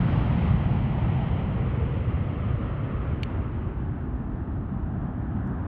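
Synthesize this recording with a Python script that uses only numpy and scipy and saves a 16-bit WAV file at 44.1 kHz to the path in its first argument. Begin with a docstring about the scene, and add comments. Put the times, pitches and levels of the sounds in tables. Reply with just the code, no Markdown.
"""Jet climbing away from a runway

A jet climbs away, heard from the ground behind it. All its sound is noise shaped by frequency:
a deep rumble, a broad roar, and a hiss that the air dulls as the distance grows.
The echo off the tarmac cuts notches that sink over time. A low roar also comes back from around the field.
Close by, a camera clicks once (short ringing tones), and it and its lens motor tick faintly (noise bursts)."""
import sys
import numpy as np
from scipy import signal
from scipy.fft import rfft, irfft, next_fast_len
from scipy.io import wavfile
from scipy.ndimage import uniform_filter1d, map_coordinates

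SR = 44100
rng = np.random.default_rng(int(sys.argv[2]) if len(sys.argv) > 2 else 0)


def digitize_waveform(pressure):
    """Quantize a signal to 16-bit integers and store it at the path in sys.argv[1].

    Rows of a 2-D input are taken as channels; values are limited to [-1, 1].
    """
    field = np.atleast_2d(pressure).T
    bounded = np.clip(field, -1, 1)
    quanta = np.round(bounded * 32767).astype(np.int16)
    wavfile.write(sys.argv[1], SR, quanta)


N = 250047

# Colour of the faint microphone hiss: (frequency [Hz], relative level per Hz [dB])
MIC_HISS_SPECTRUM = [(4000, 1.5), (11800, -.5), (12200, -28), (15000, -48)]
# Colour of the low roar coming back from around the field: (frequency [Hz], relative level per Hz [dB])
FIELD_SPECTRUM = [(15, -26.7), (28, -12), (48, 2.5), (80, -0.6), (150, -7), (260, -11), (330, -14),
                  (430, -25.6), (700, -44.5), (2000, -93.5)]
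# Separate dry ticks of the camera: single ticks, and the stronger lens motor steps:
# (time [s], level [dB])
DRY_TICKS = [(.2645, -73), (.3483, -72), (.581, -76), (.649, -76), (1.8903, -79), (1.9411, -76.5),
             (1.9586, -76.5), (2.028, -78), (2.0464, -72), (3.0657, -78), (3.1485, -76), (3.3151, -76),
             (3.3979, -76), (5.4738, -60)]
# Runs of faint lens motor steps: (start [s], end [s], average level [dB])
LENS_STEP_RUNS = [(1.889, 2.1, -86), (3.05, 3.43, -79)]
# Colour of the steps in the runs: (frequency [Hz], relative level per Hz [dB])
STEP_SPECTRUM = [(2000, -9.5), (4500, 2), (5600, -8), (7400, -4.5), (9500, -16), (12000, -27.5),
                 (13000, -45)]
# Colour of the separate dry ticks: (frequency [Hz], relative level per Hz [dB])
TICK_SPECTRUM = [(2000, -12.5), (3700, -1.5), (4700, -7.5), (5400, -5), (6000, 3.5), (7000, -3),
                 (8000, -13), (9700, -2), (11000, -9), (12000, -22), (12800, -45)]
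# Sharp click by the microphone: (time [s], level [dB])
SHARP_CLICKS = [(3.2327, -19)]
# Ringing tones of the small hard part that clicks:
# (frequency [Hz], level within the click [dB], time to fall 60 dB [s])
CLICK_TONES = [(2420, 5, .0065), (2763, 3, .0084), (2995, -8.9, .015), (3614, -13.3, .018),
               (4334, -9.5, .0145), (5740, -27.5, .013), (6203, -25.3, .014), (7385, -25, .011),
               (7300, -48, .08), (9004, -24.7, .007), (9505, -26.4, .0078), (11450, -18.2, .0034),
               (13175, -33, .007), (14238, -18, .0024)]
# Colour of the deep rumble: (frequency [Hz], relative level per Hz [dB])
RUMBLE_SPECTRUM = [(20, -31), (40, -16.5), (62, -0.7), (90, 0.15), (130, 1), (200, -3.5), (280, -13.5),
                   (400, -23.5), (800, -93.5)]
# Colour of the mid-range roar: (frequency [Hz], relative level per Hz [dB])
ROAR_SPECTRUM = [(100, -10.5), (300, -1.2), (500, -3.5), (780, -2), (1000, -5), (1300, -7), (1750, -13.5),
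                 (2200, -24), (3000, -30), (3600, -35.5), (4200, -50), (5200, -55.5), (7000, -71)]
# Colour of the exhaust hiss: (frequency [Hz], relative level per Hz [dB])
HISS_SPECTRUM = [(200, -11.5), (500, -3), (900, -10.5), (1230, -10.5), (1600, -20), (1950, -12.5),
                 (2500, -18), (3150, -19), (3500, -27.5), (4000, -33.5), (4600, -38), (5500, -47),
                 (7000, -58.5), (11000, -90)]
# Level of the roar before the swells: (time [s], level [dB])
ROAR_LEVELS = [(0.0, -37.5), (0.6, -41), (1.1, -46), (1.6, -43), (2.2, -46.7), (3.15, -42.9), (3.7, -44),
               (4.4, -45.5), (5.67, -44)]
# The hiss surges as the air carries it better: (time [s], half length [s], gain [dB])
HISS_SURGES = [(0.167, .07, 1), (.45, 0.057, 2), (1.201, 0.17, 2), (5.33, 0.12, 3.5)]
# Roar and hiss swell or dip for a moment in one band:
# (time [s], half length [s], centre frequency [Hz], gain [dB])
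BAND_SWELLS = [(0.078, 0.2, 596, 1.5), (.1, .2, 4080, 1.5), (.65, 0.17, 135, 2), (0.858, .14, 85, 6),
               (1.101, 0.38, 817, 5.5), (1.148, .35, 245, 7.5), (1.5, 1, 4700, -3.7), (1.702, 0.44, 441, 8),
               (2.15, .4, 154, 3.5), (2.6, .5, 522, 2), (2.7, .65, 1265, 5.5), (3.1, .6, 860, -2),
               (3.299, .7, 305, 5.5), (4.25, .2, 72, 2), (4.9, .5, 178, 5), (5.45, .5, 790, 3),
               (5.5, .35, 1600, 3.2)]
# Share of the tarmac echo that stays in step with the direct sound: (frequency [Hz], share [0-1])
ECHO_SHARE = [(100, 0.31), (175, 0.92), (300, 0.42), (450, .4), (800, .18), (1300, 0)]

STEPS_PER_S = 60  # lens motor steps in a run
# Flight path: distance to the side, distance already past the listener at 0 s, speed
SIDE_M, PAST_M, SPEED_M_PER_S = 90, 181, 74.3
# Base levels, before the changes over time
RUMBLE_DB, HISS_DB = -20, -38.5
# The tail turns to the listener: middle of the turn, how gradual it is, drop of the hiss
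TAIL_ON_S, TURN_S, HISS_DROP_DB = 3.82, .26, 17.5
AIR_DB_PER_KHZ_M = 0.0157  # treble loss per kHz above the knee and per metre flown away
SWELL_OCTAVES = .26  # half width of a swell in pitch
# Delay of the echo: at 0 s, then its growth with time and with time squared
LAG_MS, LAG_GROWTH_MS_PER_S, LAG_GROWTH_MS_PER_S2 = 0.65, 0.25, 0.027
TOP_HZ = 16800  # nothing is kept above this


def amp(db):
    """Turn decibels into a gain."""
    return 10 ** (np.asarray(db) / 20)


def unit(x):
    """Scale to an average strength (rms) of 1."""
    return x / np.sqrt(np.mean(x ** 2) + 1e-20)


def along(points, hz):
    """Read a table of (frequency, value) points on a log frequency axis."""
    point_hz, values = np.transpose(points)
    return np.interp(np.log(hz + 1), np.log(point_hz + 1), values)


def wobble(rate):
    """A smooth random curve through 'rate' random points a second."""
    points = rng.standard_normal(int(N * rate / SR) + 4)
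    return map_coordinates(points, [np.arange(N) * rate / SR])


def filtered(x, response):
    """Pass x through a gain that depends on frequency only."""
    size = next_fast_len(N + SR // 4)
    hz = np.fft.rfftfreq(size, 1 / SR)
    return irfft(rfft(x, size) * response(hz), size)[:N]


def swept(x, gain):
    """Pass x through a gain that changes with frequency and time."""
    hz, t, spectrum = signal.stft(x, SR, nperseg=1024, noverlap=768)
    _, shaped = signal.istft(spectrum * gain(hz[:, None], t), SR, nperseg=1024, noverlap=768)
    return shaped[:N]


def turbulence(spectrum):
    """Random noise coloured by a spectrum table, at rms 1."""
    white = rng.standard_normal(N)
    return unit(filtered(white, lambda hz: amp(along(spectrum, hz))))


def airfield(level_db=-33.5):
    """Low roar rolls back from hangars and hillside: coloured noise at a steady level."""
    return amp(level_db) * turbulence(FIELD_SPECTRUM)


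def tick_envelope(rows, t60, attack_s=.0003):
    """A quick rise and a decay (60 dB in t60 seconds) for each (time, level) row."""
    t = np.arange(SR // 20) / SR
    out = np.zeros(N + SR)
    for start, db in rows:
        burst = amp(db - 60 * t / t60) * (1 - np.exp(-t / attack_s))
        out[round(start * SR):][:len(t)] += burst
    return out[:N]


def handling(tick_t60=.014, step_t60=.032, scatter_db=2):
    """Dry camera ticks are noise bursts without ring; runs of lens steps are even in time, not in level."""
    steps = []
    for start, end, db in LENS_STEP_RUNS:
        for s in np.arange(start, end, 1 / STEPS_PER_S):
            steps.append((s, db + scatter_db * rng.standard_normal()))
    ticks = tick_envelope(DRY_TICKS, tick_t60) * turbulence(TICK_SPECTRUM)
    return ticks + tick_envelope(steps, step_t60) * turbulence(STEP_SPECTRUM)


def clicks(attack_s=0.00083, crack_db=-35, crack_t60=0.009, tail_db=-60, tail_t60=.05, dull_hz=14000):
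    """A tiny noise crack with a few short ringing tones leaves a faint noisy tail."""
    out = np.zeros(N + SR)
    t = np.arange(SR // 8) / SR
    for start, db in SHARP_CLICKS:
        ring = sum(amp(level - 60 * t / t60) * np.sin(2 * np.pi * hz * t)
                   for hz, level, t60 in CLICK_TONES)
        crack_decay = amp(crack_db - 60 * t / crack_t60)
        tail_decay = amp(tail_db - 60 * t / tail_t60)
        crack = (crack_decay + tail_decay) * rng.standard_normal(len(t))
        out[round(start * SR):][:len(t)] += amp(db) * (ring + crack) * (1 - np.exp(-t / attack_s))
    return filtered(out[:N], lambda hz: 1 / np.sqrt(1 + (hz / dull_hz) ** 6))


def distance(t):
    """Metres along the ground from listener to jet: steady speed, fixed distance to the side."""
    return np.hypot(SIDE_M, PAST_M + SPEED_M_PER_S * t)


def spreading_db(t):
    """Sound pressure falls as one over the distance; 0 dB at the start."""
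    return 20 * np.log10(distance(0) / distance(t))


def tail_on(t):
    """Glide from 0 (jet heard from the side) to 1 (heard from behind)."""
    return 1 / (1 + np.exp((TAIL_ON_S - t) / TURN_S))


def air_loss(hz, t, knee_hz=2620):
    """The air soaks up the top of the hiss, more so as the jet gets farther away."""
    khz_above_knee = np.maximum(hz - knee_hz, 0) / 10 ** 3
    return amp(-AIR_DB_PER_KHZ_M * (distance(t) - distance(0)) * khz_above_knee)


def shimmer(x, depth_db):
    """Uneven air along the path strengthens and weakens random patches of the spectrum."""
    def patches(hz, t):
        """Random gains, smoothed over frequency and then over time."""
        field = uniform_filter1d(rng.standard_normal((len(hz), len(t))), size=9, axis=0)
        return amp(depth_db * unit(uniform_filter1d(field, size=18, axis=1)))
    return unit(swept(x, patches))


def swells(hz, t):
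    """Gain of the passing swells and dips, smooth in time and pitch."""
    total_db = 0
    for s, half_s, centre_hz, db in BAND_SWELLS:
        octaves = np.log2((hz + 1) / centre_hz)
        total_db = total_db + db * np.exp(-((t - s) / half_s) ** 2 - (octaves / SWELL_OCTAVES) ** 2)
    return amp(total_db)


def ground_echo(hz, t, phase=1.16):
    """Direct and reflected sound interfere; the ground turns the phase [rad] and the lag grows."""
    lag_ms = LAG_MS + LAG_GROWTH_MS_PER_S * t + LAG_GROWTH_MS_PER_S2 * t ** 2
    share = np.clip(along(ECHO_SHARE, hz), 0, .95)
    return np.sqrt(1 + share * np.cos(2 * np.pi * hz * lag_ms / 10 ** 3 + phase))


def rumble(throb_db=0.57, build_db=2.9, build_s=0.27):
    """Large eddies make low noise that builds as the plume swings this way, throbs and fades away."""
    t = np.arange(N) / SR
    build_up_db = -build_db * np.exp(-t / build_s)
    level_db = RUMBLE_DB + spreading_db(t) + build_up_db + throb_db * wobble(14)
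    return amp(level_db) * turbulence(RUMBLE_SPECTRUM)


def exhaust():
    """Finer eddies make roar and hiss; the hiss goes sideways, so it drops as the tail turns to us."""
    t = np.arange(N) / SR
    roar_db = np.interp(t, *np.transpose(ROAR_LEVELS))
    surge_db = sum(db * np.exp(-((t - s) / half_s) ** 2) for s, half_s, db in HISS_SURGES)
    hiss_db = HISS_DB + spreading_db(t) - HISS_DROP_DB * tail_on(t) + surge_db
    flutter_db = 0.31 * wobble(16) + .2 * wobble(5)  # shared by roar and hiss
    roar_noise = shimmer(turbulence(ROAR_SPECTRUM), depth_db=0.96)
    hiss_noise = swept(shimmer(turbulence(HISS_SPECTRUM), depth_db=0.64), air_loss)
    roar = amp(roar_db + flutter_db) * roar_noise
    hiss = amp(hiss_db + flutter_db) * hiss_noise
    return swept(roar + hiss, swells)


def scene():
    """All the distant roar gets the tarmac echo; the click and the handling are close and do not."""
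    distant = swept(airfield() + rumble() + exhaust(), ground_echo)
    return (distant + handling() + clicks())[None]


def record(dry, floor_db=-92.0):
    """The microphone adds faint hiss; the sound fades in and out in 4 ms and stops at a top frequency."""
    mic = dry[0] + amp(floor_db) * turbulence(MIC_HISS_SPECTRUM)
    fade_in = np.sin(np.pi / 2 * np.minimum(np.arange(N) / SR / .004, 1)) ** 2
    faded = mic * fade_in * fade_in[::-1]
    # the gain slopes down to zero over the last 1000 Hz below the limit
    return filtered(faded, lambda hz: np.clip((TOP_HZ - hz) / 10 ** 3, 0, 1))[None]


dry = scene()
out = record(dry)
digitize_waveform(out)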